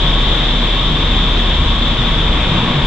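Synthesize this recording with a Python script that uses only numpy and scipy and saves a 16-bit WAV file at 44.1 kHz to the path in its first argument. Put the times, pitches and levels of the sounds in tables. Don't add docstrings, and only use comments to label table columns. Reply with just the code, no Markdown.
import sys
import numpy as np
from scipy import signal
from scipy.fft import rfft, irfft, next_fast_len
from scipy.io import wavfile
from scipy.ndimage import uniform_filter1d, map_coordinates

SR = 44100
rng = np.random.default_rng(int(sys.argv[2]) if len(sys.argv) > 2 else 0)


def store_pcm(level_fs):
    pcm = np.round(np.clip(level_fs, -1, 1) * 32767).astype(np.int16)
    wavfile.write(sys.argv[1], SR, np.atleast_2d(pcm).T)


def ratio(d):
    e = np.asarray(d, float) / 20
    return 10 ** e


N = 126126

# (time [s], blade rate [Hz], level [dB])
FAN_TRACK = [(0, 38.3, -15.5), (.15, 38.24, -13), (.4, 38.32, -17.5), (.55, 38.19, -14.5), (.8, 39.02, -17),
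             (.95, 38.71, -18.5), (1.1, 38.82, -14.5), (1.3, 38.23, -15.5), (1.8, 38.1, -16.5),
             (2, 38.11, -18), (2.3, 37.77, -15), (2.5, 37.67, -22), (2.72, 39, -34), (2.86, 38.53, -15)]
# (multiple [-], level re blade tone [dB])
FAN_ORDERS = [(3, -20.5), (6, -22), (9, -32.5), (12, -24.5)]
# (centre [Hz], width [Hz], level [dB])
CHAMBER_MODES = [(21, 15, 3.5), (64, 6.4, 4.5), (86, 8.8, 2.5), (114, 10, -8), (126.6, 12, 0.5),
                 (153.2, 19, 1.5), (188, 29, -3), (234.3, 20, -5), (253, 24, -4), (324, 34, -10)]
# (time [s], strength [dB])
STIR_TRACK = [
    (0, -20),
    (.5, -20.3),
    (1, -20),
    (1.6, -20.4),
    (2.2, -19.8),
    (2.42, -19.3),
    (2.55, -17.8),
    (2.68, -19),
    (2.86, -19.5),
]
# (frequency [Hz], density [dB per Hz])
ROAR_SPECTRUM = [(150, -21), (280, -1), (600, -2.5), (850, -6), (1500, -6.5), (2800, -6), (4200, -26.5),
                 (7000, -60)]
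# (frequency [Hz], density [dB per Hz])
HISS_SPECTRUM = [(3000, -22.5), (4500, 1), (5500, -0.5), (6000, -7), (7500, -6), (8200, -11.5),
                 (10000, -19), (15500, -20.5)]
# (centre [Hz], width [Hz], level [dB])
VANE_MODES = [(943, 31, -0.5), (1037, 360, -2), (1111, 27, 5)]
# (shedding centre [Hz], width [Hz], level [dB])
MESH_MODES = [(3212, 360, -4.5), (3504, 303, -0.5), (3698, 160, -3)]
# (time [s], level [dB])
MESH_TRACK = [
    (0, -20.5),
    (1.9, -21.5),
    (2.86, -23),
]
# (frequency [Hz], left-right likeness [-])
PORT_LIKENESS = [(60, 1), (250, 0.99), (700, 0.98), (1000, .93), (1500, 0.6), (2200, 0.82), (3200, 0.43),
                 (6000, 0.22)]
# (frequency [Hz], left over right [dB])
PORT_BALANCE_DB = [(100, .35), (250, 1.2), (600, 4), (1000, 3.3), (2000, 1.5), (3200, 4.2), (4100, -1.5),
                   (6000, -3.5)]
# (frequency [Hz], left lead [rad])
PORT_LEAD_RAD = [(100, 0), (780, -0.35), (1200, -0.43), (1980, 0.11), (2840, -.6), (3200, -0.66), (4740, 2)]
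# (frequency [Hz], density [dB per Hz])
PORT_WIND_SPECTRUM = [(10, 8), (60, 12.5), (120, -13), (300, -29.5)]
# (middle [s], length [s], frequency [Hz], peak [dB])
WAKE_SURGES = [(0.358, 0.55, 150, -28.5), (0.987, .25, 148, -22.5), (1.399, 0.24, 86, -26),
               (1.62, .09, 158, -21.5), (1.645, 0.72, 65.8, -20.5), (1.901, 0.38, 86, -30.5),
               (1.996, .12, 125.7, -22.5), (2.149, 0.33, 159.7, -23.5), (2.368, 0.44, 62.48, -20),
               (2.618, 0.36, 177.7, -23), (2.731, 0.46, 64, -33), (2.778, 0.089, 145, -14),
               (2.704, .25, 239.5, -27.5)]
# (frequency [Hz], gain [dB])
HOUSING_GAIN = [(5000, 0), (7500, -0.5), (9000, -9), (12000, -16), (15500, -23.5)]


def unit(x):
    return x / np.sqrt(np.mean(x ** 2) + 1e-20)


def along(points, hz):
    point_hz, value = np.transpose(points)
    return np.interp(np.log(hz + 1), np.log(point_hz + 1), value)


def curves(rows):
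    time_s, *columns = np.transpose(rows)
    return [np.interp(np.arange(N) / SR, time_s, column) for column in columns]


def wobble(rate_hz):
    knots = rng.standard_normal(int(N * rate_hz / SR) + 4)
    return map_coordinates(knots, [np.arange(N) * rate_hz / SR])


def filtered(x, response):
    size = next_fast_len(N + 8192)
    spectrum = rfft(x, size) * response(np.fft.rfftfreq(size, 1 / SR))
    return irfft(spectrum, size)[..., :N]


def resonant(modes, steep):
    def gain(f):
        power = 0
        for centre_hz, width_hz, db in modes:
            bandpass = np.abs(f * width_hz / (centre_hz ** 2 - f * f + 1j * f * width_hz))
            power = power + ratio(2 * db) * bandpass ** (2 * steep)
        return np.sqrt(power)
    return gain


def shaped(points):
    return lambda f: ratio(along(points, f))


def ports(f):
    angle = np.arccos(np.clip(along(PORT_LIKENESS, f), -1, 1)) / 2
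    side = np.array([[1], [-1]])
    level = ratio(side * along(PORT_BALANCE_DB, f) / 2)
    gain = level * np.exp(0.5j * side * along(PORT_LEAD_RAD, f))
    return gain * np.cos(angle), gain * side * np.sin(angle)


def at_ports(x):
    return filtered(x, lambda f: ports(f)[0])


def rush(colour, patchy_db):
    noise = signal.stft(rng.standard_normal((2, N + 512)), nperseg=512)[2]
    patches = rng.standard_normal(noise.shape[1:])
    patches = uniform_filter1d(uniform_filter1d(patches, 6, 0), 14, 1)
    patchy = noise * ratio(patchy_db * unit(patches))
    same, other = signal.istft(patchy, nperseg=512)[1][:, :N]
    shared = filtered(same, lambda f: colour(f) * ports(f)[0])
    differing = filtered(other, lambda f: colour(f) * ports(f)[1])
    return unit(shared + differing)


def port_buffet():
    lumps = ratio(3.5 * np.array([wobble(11), wobble(3.5)]))
    wind = filtered(rng.standard_normal((2, N)), shaped(PORT_WIND_SPECTRUM))
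    return ratio(-39.5) * unit(lumps * wind)


def mesh_whistle():
    level_db, = curves(MESH_TRACK)
    whistle = rush(resonant(MESH_MODES, steep=1.64), patchy_db=0.3)
    return ratio(level_db + 2 + 0.45 * wobble(13)) * whistle


def wake_surges():
    t = np.arange(N) / SR
    flutter_db, drift_rad = 0.2, 0.76
    rings = np.zeros(N)
    for mid_s, length_s, hz, peak_db in WAKE_SURGES:
        swell = np.cos(np.pi * np.clip((t - mid_s) / length_s, -0.5, 0.5))
        level = ratio(peak_db + flutter_db * wobble(12))
        rings += level * swell * np.sin(2 * np.pi * hz * t + drift_rad * wobble(9))
    return at_ports(np.sqrt(2) * rings)


def fans():
    rate_hz, level_db = curves(FAN_TRACK)
    tone_flutter_db, order_flutter_db = -0.3, 4
    phase = 2 * np.pi * np.cumsum(rate_hz) / SR
    throb = ratio(level_db + tone_flutter_db * wobble(10.97)) * np.sin(phase - 1.3)
    for multiple, order_db in FAN_ORDERS:
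        level = ratio(level_db.mean() + order_db + order_flutter_db * wobble(5))
        throb = throb + level * np.sin(multiple * phase + 1.5 * wobble(4))
    return at_ports(np.sqrt(2) * throb)


def airflow():
    stir_db, = curves(STIR_TRACK)
    mean_db = stir_db.mean()
    swing_db = stir_db - mean_db
    boom_db = 0.5 + 0.74 * swing_db
    flow_swing_db = 1.22 * swing_db
    roar_db = -3 + flow_swing_db + 0.35 * wobble(7)
    vanes_db = -28 + flow_swing_db + 0.27 * wobble(4.5)
    hiss_db = -42 + 0.3 * wobble(9)
    boom = ratio(boom_db) * rush(resonant(CHAMBER_MODES, steep=1.37), patchy_db=-0.32)
    roar = ratio(roar_db) * rush(shaped(ROAR_SPECTRUM), patchy_db=0.5)
    vanes = ratio(vanes_db) * rush(resonant(VANE_MODES, steep=1.2), patchy_db=-0.06)
    hiss = ratio(hiss_db) * rush(shaped(HISS_SPECTRUM), patchy_db=0.3)
    return ratio(mean_db) * (boom + roar) + vanes + hiss


def scene():
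    return port_buffet() + mesh_whistle() + wake_surges() + fans() + airflow()


def band_limit(x):
    return signal.sosfilt(signal.butter(12, 15150, fs=SR, output="sos"), x)


def record(dry):
    ceiling, knee = 1.1, 3.5
    soft = dry / (1 + np.abs(dry / ceiling) ** knee) ** (1 / knee)
    mix = filtered(soft, shaped(HOUSING_GAIN))
    return band_limit(mix)


dry = scene()
out = record(dry)
store_pcm(out)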